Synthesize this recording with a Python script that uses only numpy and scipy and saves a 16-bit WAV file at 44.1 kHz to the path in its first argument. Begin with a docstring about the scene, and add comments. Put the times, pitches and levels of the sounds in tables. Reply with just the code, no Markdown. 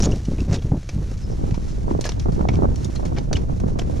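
"""From the start, gusts rumble, thump and pop on a worn camera's two microphone ports; clothing rustles.
A body's length below, steel crampon points tick, bite, scrape and squeak on granite.
Near-mono for about a second, then the sound opens into stereo.
Bites cluster just after 2 s, the pops peak near 2.6 s, and a hard strike lands at 3.3 s."""
import sys
import numpy as np
from scipy import signal
from scipy.fft import rfft, irfft, next_fast_len
from scipy.io import wavfile
from scipy.ndimage import uniform_filter1d, map_coordinates

SR = 44100
rng = np.random.default_rng(int(sys.argv[2]) if len(sys.argv) > 2 else 0)


def master_out(mix):
    """Clip the mix to full scale and print it as 16-bit PCM to the path in sys.argv[1]."""
    frames = np.transpose(np.atleast_2d(mix))
    ceiling = np.clip(frames, -1, 1)
    pcm = np.round(ceiling * 32767).astype(np.int16)
    wavfile.write(sys.argv[1], SR, pcm)


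N = 176400
TIME_S = np.arange(N) / SR

# envelopes of clothing, rumble, gusts (time [s], relative level [dB])
RUSTLE_LEVEL = [(0.0, -49), (0.26, -47.5), (0.89, -49.5), (1.71, -47.5), (1.84, -49.5), (2.62, -49.5),
                (2.74, -49.5), (2.85, -45.5), (2.94, -48.5), (3.33, -50.5), (3.83, -50.5), (4.0, -45.5)]
RUMBLE_LEVEL = [(0.0, -19.5), (.14, -23.5), (0.22, -26.5), (.3, -23.5), (0.51, -26), (0.77, -24.5),
                (0.81, -30), (.89, -25.5), (1.04, -24.5), (1.11, -25.5), (1.54, -24.5), (1.63, -25),
                (1.84, -24), (2.1, -25.5), (2.28, -21), (2.35, -24.5), (2.68, -21.5), (2.83, -26.5),
                (3.33, -24), (3.56, -24), (3.99, -25)]
GUST_LEVEL = [(0.0, -23.5), (0.09, -21), (.15, -27), (.21, -42.5), (0.268, -45.5), (0.283, -27), (.33, -27),
              (0.36, -40), (0.41, -24), (0.44, -36), (0.53, -24.5), (0.63, -42), (0.65, -32), (.7, -34.5),
              (0.73, -24), (.78, -32.5), (0.8, -50), (.89, -53), (0.93, -37), (0.95, -32.5), (1.02, -30),
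              (1.07, -42), (1.13, -36.5), (1.21, -47.5), (1.32, -29.5), (1.37, -40.5), (1.41, -30),
              (1.53, -31.5), (1.55, -39), (1.83, -35.5), (1.9, -30.5), (1.96, -29), (2.02, -40.5),
              (2.14, -41.5), (2.17, -30.5), (2.24, -40.5), (2.27, -24), (2.35, -30), (2.37, -27),
              (2.51, -27.5), (2.65, -25.5), (2.75, -33.5), (2.88, -31.5), (2.92, -38), (3.05, -28),
              (3.1, -33), (3.2, -31.5), (3.27, -38.5), (3.32, -29), (3.44, -32), (3.46, -41.9),
              (3.5, -28.5), (3.57, -36.5), (3.64, -27), (3.75, -33), (3.87, -32), (3.9, -32), (3.99, -31.5)]
# noise spectra (frequency [Hz], relative density [dB])
RUSTLE_SPECTRUM = [(200, 18), (900, 0), (1500, 2), (2400, -1.5), (3300, -4.5), (4400, -2.5), (4800, -4.5),
                   (5800, 0.5), (7000, -3), (8200, -10), (10000, -11.5), (12500, -19.5), (15000, -55)]
RUMBLE_SPECTRUM = [(10, -5), (25, -2), (60, -0.5), (120, -5), (200, -14), (350, -31.5), (1000, -67)]
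BUFFET_SPECTRUM = [(40, -27), (110, -3.5), (170, -1), (280, -4), (500, -10.5), (800, -18), (1300, -30),
                   (2500, -51), (8000, -77)]
POP_SPECTRUM = [(50, -9.5), (200, -2), (450, 0), (800, -6), (1200, -17.5), (2000, -39.5), (6000, -83)]
CLICK_SPECTRUM = [(300, 2), (1200, -7.5), (2500, 2), (4300, 1), (6000, 4), (7100, -1), (8200, -11.5),
                  (9600, -11.5), (11000, -24.5), (15000, -33)]
KNOCK_SPECTRUM = [(80, -95), (300, 1.5), (600, 1.5), (1000, -11.5), (1350, -13), (1900, -12), (3000, -20),
                  (8000, -61)]
# likeness of the ports; eddies push one, pull the other (frequency [Hz], correlation [-1..1])
WIND_CORRELATION = [(30, 0.58), (70, -0.0031), (150, 0.002), (260, -0.63), (450, -0.92), (800, -0.95),
                    (1300, -0.92), (2500, -0.84)]
SOUND_CORRELATION = [(300, 0.23), (2000, 0.18), (4000, 0.66), (7000, 0.043), (12000, 0.08)]
# wind balance (frequency [Hz], left over right [dB])
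WIND_BALANCE = [(50, 0), (130, -2), (280, -6), (500, -4.5), (900, 0.5), (2000, -2)]
# small eddies (time [s], relative level [dB])
EDDY_POPS = [(.072, -11.5), (0.287, -33), (0.525, -19), (0.72, -15), (0.746, -22), (1.441, -19),
             (1.579, -19.5), (1.882, -18.5), (1.913, -13.5), (1.951, -15), (1.992, -14), (2.26, -15.5),
             (2.286, -20.5), (2.395, -17.5), (2.411, -12.5), (2.454, -15), (2.492, -14.5), (2.591, -15.5),
             (2.623, -10.5), (2.635, -10.5), (2.646, -12.5), (2.655, -9), (2.997, -19), (3.125, -19.5),
             (3.315, -16.5), (3.497, -22.5), (3.639, -17.5), (3.687, -19.5), (3.76, -20), (3.899, -20)]
# broad eddies (time [s], envelope peak [dB], pitch [Hz])
EDDY_THUMPS = [(0.138, -12, 119), (.286, -11.5, 163), (.409, -12.5, 79.5), (.502, -12.5, 108),
               (.524, -9.5, 121), (.65, -13, 117), (.723, -8.5, 124), (0.737, -16, 263), (.776, -15.5, 108),
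               (0.966, -14.5, 153), (1.046, -16, 65), (1.44, -18, 129), (1.525, -11.5, 107),
               (1.915, -13, 209), (2.149, -13, 94), (2.497, -14.5, 110), (2.557, -13, 109),
               (2.686, -13, 69.5), (3.192, -16.5, 101.7), (3.356, -11, 64.4), (3.645, -17.5, 149)]
# ringing prongs (high) and hollow boot (low) (time [s], pitch [Hz], relative level [dB], t60 [s])
PART_RINGS = [(.023, 5940, -22.5, 0.045), (0.055, 4380, -27, 0.018), (.12, 2875, -35.5, 0.038),
              (.12, 5650, -39, 0.042), (.403, 2660, -33.5, 0.023), (.717, 595, -26, 0.038),
              (1.542, 933, -39, 0.059), (2.012, 4130, -32, 0.03), (2.053, 1687, -33, 0.091),
              (2.486, 688, -25, 0.029), (2.489, 2230, -26, 0.042), (2.846, 3690, -33.5, 0.035),
              (2.846, 6660, -30.5, 0.028), (2.961, 4180, -35, 0.047), (3.329, 5900, -32, 0.018),
              (3.329, 4500, -26, .02), (3.793, 3300, -29.5, 0.027)]
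# sliding prongs (time [s], length [s], pitch [Hz], relative level [dB], roughness [0..1])
PRONG_SQUEAKS = [(0.032, 0.036, 6760, -30, 0.7), (.38, .018, 2520, -45, 0.5), (0.585, .012, 3170, -47, .6),
                 (1.214, .06, 5190, -50.5, .3), (1.29, 0.062, 5520, -51, .9), (2.2, .05, 5370, -55, .9),
                 (3.162, .03, 1850, -43, .7), (3.353, 0.011, 2920, -29, .2)]
# crampon frame modes (frequency [Hz], relative level [dB], t60 [s])
FRAME_MODES = [(2300, 5, 0.028), (3293, -2, 0.044), (3730, -3.5, 0.043), (4350, 3.5, 0.036),
               (5060, 1, 0.04), (5510, 3.5, 0.046), (5970, 2, 0.051), (6500, -21, .03), (7600, -14, 0.02),
               (7950, -30, .03), (9300, -19, .025)]
# points dragged on rock (time [s], length [s], relative level [dB], boot knock [dB], tilt [dB/octave])
POINT_SCRAPES = [(0.025, 0.042, -33.5, 3, 1.5), (0.052, 0.17, -50.5, 3, 3), (0.481, 0.084, -48.5, 11.5, 4),
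                 (0.522, 0.05, -38, 1, -0.5), (1.292, 0.033, -66, -5, 10), (1.673, 0.059, -49.5, -7, 3),
                 (2.045, 0.041, -37, 4.5, 0), (2.524, 0.032, -49, 9, -1), (2.946, 0.023, -44.5, 0.5, 10),
                 (3.155, 0.042, -47, 10, -5), (3.35, 0.023, -43, -13, 0)]
# points striking rock (time [s], relative level [dB], t60 [s], boot knock [dB], tilt [dB/octave])
POINT_STRIKES = [(.002, -26.5, 0.049, 2, 3), (.0225, -22, 0.011, -13, 6), (.038, -27, 0.02, -11, 1),
                 (.056, -27.5, 0.02, -23, 2), (0.112, -39, 0.043, -2, 5), (.156, -46, 0.07, -20, 10),
                 (0.252, -36.5, 0.036, -23, 0), (0.326, -44, .02, -25, 1), (0.404, -35.5, 0.024, -17, 3.5),
                 (.5255, -31, .015, 3, 4), (.529, -34, 0.011, 6, 1), (0.542, -26.5, 0.022, -16, 3),
                 (.5495, -36, 0.011, -7, 1), (.56, -33, .014, 8, -2), (0.622, -39, 0.02, 7, -5),
                 (.829, -43, 0.019, 7, 3), (0.89, -31.5, 0.046, 3, 0.5), (1.113, -43.5, 0.027, 7.5, 8),
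                 (1.175, -45.5, 0.049, -10, 4), (1.509, -39.5, 0.026, 6.5, -2),
                 (1.542, -39, 0.063, -18, -2.5), (1.905, -45, 0.0096, -17, -15),
                 (2.0098, -27.5, 0.039, -2, 8), (2.041, -28, 0.035, -8, -2),
                 (2.052, -35.5, 0.023, 17.5, 20), (2.0635, -30, 0.017, -14, 1),
                 (2.0905, -25.5, 0.033, 4, -1), (2.118, -29.5, 0.019, -7, -5.5),
                 (2.196, -30, 0.029, -12, -0.5), (2.321, -39, 0.032, -5, 3), (2.41, -46, 0.018, -19, -11),
                 (2.486, -31, 0.034, 9, -2), (2.555, -34.5, 0.018, -2, -2), (2.758, -30, 0.018, -20, 4),
                 (2.845, -29.5, 0.024, -11, 9.5), (2.957, -42, 0.056, 0, -5), (3.052, -37, 0.078, 3.5, 4),
                 (3.184, -33.5, 0.028, 7.5, 0), (3.3286, -19.5, 0.028, -2, 1.5), (3.335, -31, .014, 7, 6),
                 (3.367, -32.5, 0.041, 7.5, -3), (3.6, -39.5, 0.032, 8, 8), (3.788, -31, 0.048, 5, 3.5),
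                 (3.793, -35, 0.026, 9, 4), (3.816, -45.5, 0.038, 18, 1), (3.996, -33, 0.026, 5, -1)]
# stereo image (time [s], width [0..1])
STEREO_WIDTH = [(0, 0.05), (.3, 0.02), (.45, 0), (.87, 0), (1.1, 0.21), (1.4, 0.62)]


def amp(db):
    """Decibels to gain."""
    return 10 ** (np.asarray(db) / 20)


def unit(x):
    """Scale to rms 1; a stereo pair by its centre."""
    centre = x.mean(0) if x.ndim > 1 else x
    return x / np.sqrt(np.mean(centre ** 2) + 1e-20)


def along(points, hz):
    """Interpolate on a log frequency axis."""
    knots_hz, values = np.transpose(points)
    return np.interp(np.log(hz + 1), np.log(knots_hz + 1), values)


def curve(rows):
    """Interpolate in time, one value per sample."""
    return np.interp(TIME_S, *np.transpose(rows))


def wobble(rate_hz):
    """Smooth curve through random knots."""
    knots = rng.standard_normal(int(N * rate_hz / SR) + 4)
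    return map_coordinates(knots, [TIME_S * rate_hz], mode="nearest")


def steady(x, samples):
    """Even out the level, keep the finer grain."""
    power = np.mean(np.atleast_2d(x) ** 2, axis=0)
    local_power = np.abs(uniform_filter1d(uniform_filter1d(power, samples), samples))
    return unit(x / np.sqrt(local_power + 1e-9))


def noise(spectrum, correlation=SOUND_CORRELATION, balance=None):
    """Coloured stereo noise, centre rms 1."""
    hz = np.fft.rfftfreq(N, 1 / SR)
    spread_rad = np.arccos(np.clip(along(correlation, hz), -1, 1)) / 2
    coloured = rfft(rng.standard_normal((2, N))) * amp(along(spectrum, hz))
    mid, side = coloured * [np.cos(spread_rad), np.sin(spread_rad)]
    left_gain = amp(along(balance, hz)) if balance else 1
    return unit(irfft(np.array([(mid + side) * left_gain, mid - side]), N))


def rustle(gain_db=2.5):
    """Clothing and air hiss with a fine, uneven grain."""
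    grain_db = 2.0 * wobble(rate_hz=35) + 1.6 * wobble(rate_hz=300)
    return amp(curve(RUSTLE_LEVEL) + gain_db + grain_db) * noise(RUSTLE_SPECTRUM)


def turbulence(spectrum, samples):
    """Wind noise on both ports; shared and opposed parts levelled separately."""
    left, right = noise(spectrum, WIND_CORRELATION, WIND_BALANCE)
    mid = steady(left + right, samples)
    side = np.std(left - right) / 2 * steady(left - right, samples)
    return np.array([mid + side, mid - side])


def wind(rumble_db=1, buffet_db=1.5, pop_db=-5.5):
    """Gusts drive lumpy buffeting over a slower rumble; single eddies pop."""
    gust_db = curve(GUST_LEVEL)
    swell_db = curve(RUMBLE_LEVEL) + 0.27 * (gust_db - gust_db.mean())
    rumble = amp(swell_db + rumble_db) * turbulence(RUMBLE_SPECTRUM, samples=4000)
    lumps = steady(amp(4.3 * wobble(rate_hz=160)), samples=1500)
    buffet = amp(gust_db + buffet_db) * lumps * turbulence(BUFFET_SPECTRUM, samples=900)
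    eddies = sum(amp(db + pop_db) / (1 + ((TIME_S - at_s) / 0.0029) ** 2) ** 2 for at_s, db in EDDY_POPS)
    pop = turbulence(POP_SPECTRUM, samples=180) + amp(-3) * turbulence(BUFFET_SPECTRUM, samples=300)
    return rumble + buffet + eddies * pop


def thumps(width_cycles=0.77):
    """A broad eddy swings the pressure to and fro on both ports."""
    out = np.zeros(N)
    for at_s, db, hz in EDDY_THUMPS:
        cycles = hz * (TIME_S - at_s)
        envelope = amp(db) / (1 + (cycles / width_cycles) ** 2) ** 2
        out += envelope * np.sin(2 * np.pi * (cycles + rng.random()))
    return out


def rock_face(x, t60_s=0.11, rise_s=0.015):
    """The rock scatters a short reflection."""
    t = np.arange(SR // 4) / SR
    tail = rng.standard_normal((2, len(t))) * amp(-60 * t / t60_s) * (1 - np.exp(-t / rise_s))
    return signal.fftconvolve(x, tail / np.linalg.norm(tail[0]), axes=1)[:, :N]


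def pings(rise_s=0.001):
    """A prong or boot slips off an edge, rings and chatters on the grain."""
    waver_rad = wobble(rate_hz=500)
    chatter = unit(amp(3.5 * wobble(rate_hz=490)))
    out = np.zeros(N)
    for at_s, hz, db, t60_s in PART_RINGS:
        age_s = np.clip(TIME_S - at_s, 0, 1)
        envelope = amp(db + 5 - 60 * age_s / t60_s) * (1 - np.exp(-age_s / rise_s))
        out += envelope * np.sin(2 * np.pi * hz * (TIME_S - at_s) + waver_rad)
    return chatter * out


def squeaks():
    """A sliding prong swells and fades, its pitch blurred by the rock grain."""
    waver_rad = 2.2 * wobble(rate_hz=740)
    chatter = steady(amp(3.5 * wobble(rate_hz=350)), samples=400)
    out = np.zeros(N)
    for at_s, length_s, hz, db, roughness in PRONG_SQUEAKS:
        envelope = amp(db + 2.5) * np.sin(np.pi * np.clip((TIME_S - at_s) / length_s, 0, 1))
        out += envelope * np.sin(2 * np.pi * hz * TIME_S + roughness * waver_rad)
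    return chatter * out


def frame_ring(force, scatter_db=2):
    """The steel frame rings in its modes, mixed anew by each contact."""
    t = np.arange(SR // 10) / SR
    ring = np.zeros((2, len(t)))
    for hz, db, t60_s in FRAME_MODES:
        envelope = amp(db + scatter_db * rng.normal() - 60 * t / t60_s)
        ring += envelope * np.sin(2 * np.pi * (hz * t + rng.random()) + rng.normal(0, 1.0, (2, 1)))
    return signal.fftconvolve(force[None], ring / np.linalg.norm(ring[0]), axes=1)[:, :len(force)]


def stick_slip(t, rate_hz=260, rise_s=0.0002, fall_s=0.001, scatter_db=3, slide=0.2, count=80):
    """A dragged point catches and lets go: uneven jolts over a steady slide."""
    starts_s = np.cumsum(rng.uniform(0.3, 1.7, count)) / rate_hz
    age_s = np.maximum(t - starts_s[:, None], 0)
    jolts = np.exp(-age_s / fall_s) * (1 - np.exp(-age_s / rise_s)) ** 2
    return unit(slide + amp(scatter_db * rng.standard_normal(count)) @ jolts)


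def contacts(t, rise_s=0.0006):
    """Force envelopes: a strike jumps and decays, a scrape swells and judders."""
    for at_s, db, t60_s, knock_db, tilt in POINT_STRIKES:
        yield at_s, amp(db - 0.5 - 60 * t / t60_s) * (1 - np.exp(-t / rise_s)), knock_db, tilt
    for at_s, length_s, db, knock_db, tilt in POINT_SCRAPES:
        swell = np.sin(np.pi * np.clip(t / length_s, 0, 1))
        yield at_s, amp(db) * swell * stick_slip(t), knock_db, tilt


def crampons(ring_db=-3.5):
    """Points crush rock grains: gritty click, frame ring, knock through the boot."""
    size = SR // 5
    t, hz = np.arange(size) / SR, np.fft.rfftfreq(size, 1 / SR)
    pushes = list(contacts(t))
    grit = steady(amp(3 * wobble(rate_hz=1299)), samples=200)
    click, knock = noise(CLICK_SPECTRUM), noise(KNOCK_SPECTRUM)
    octaves = np.log2(np.clip(hz, 1500, 9500) / 5000)
    fade = np.minimum(1, 20 * (1 - t / t[-1]))
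    out = np.zeros((2, N + 2 * size))
    for at_s, push, knock_db, tilt in pushes:
        span = round(at_s * SR) + np.arange(size)
        force = push * grit[span % N]
        bite = force * click[:, span % N] + amp(ring_db) * frame_ring(force * rng.standard_normal(size))
        tilted = irfft(rfft(bite) * amp(tilt * octaves), size)
        out[:, span] += tilted * fade + amp(knock_db) * force * knock[:, span % N]
    return out[:, :N]


def scene():
    """Footwork on granite, in wind."""
    feet = crampons()
    return feet + amp(-13) * rock_face(feet) + pings() + squeaks() + rustle() + wind() + thumps()


def record(dry, ceiling=0.84, cutoff_hz=15400):
    """The camera opens to stereo, soft-clips the hardest pops and limits the band."""
    mid = dry.mean(0)
    pair = mid + (dry - mid) * curve(STEREO_WIDTH)
    rounded = pair / (1 + np.abs(pair / ceiling) ** 6) ** (1 / 6)
    size = next_fast_len(N + SR // 10)
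    passband = np.fft.rfftfreq(size, 1 / SR) < cutoff_hz
    return irfft(rfft(rounded, size) * passband, size)[:, :N]


dry = scene()
out = record(dry)
master_out(out)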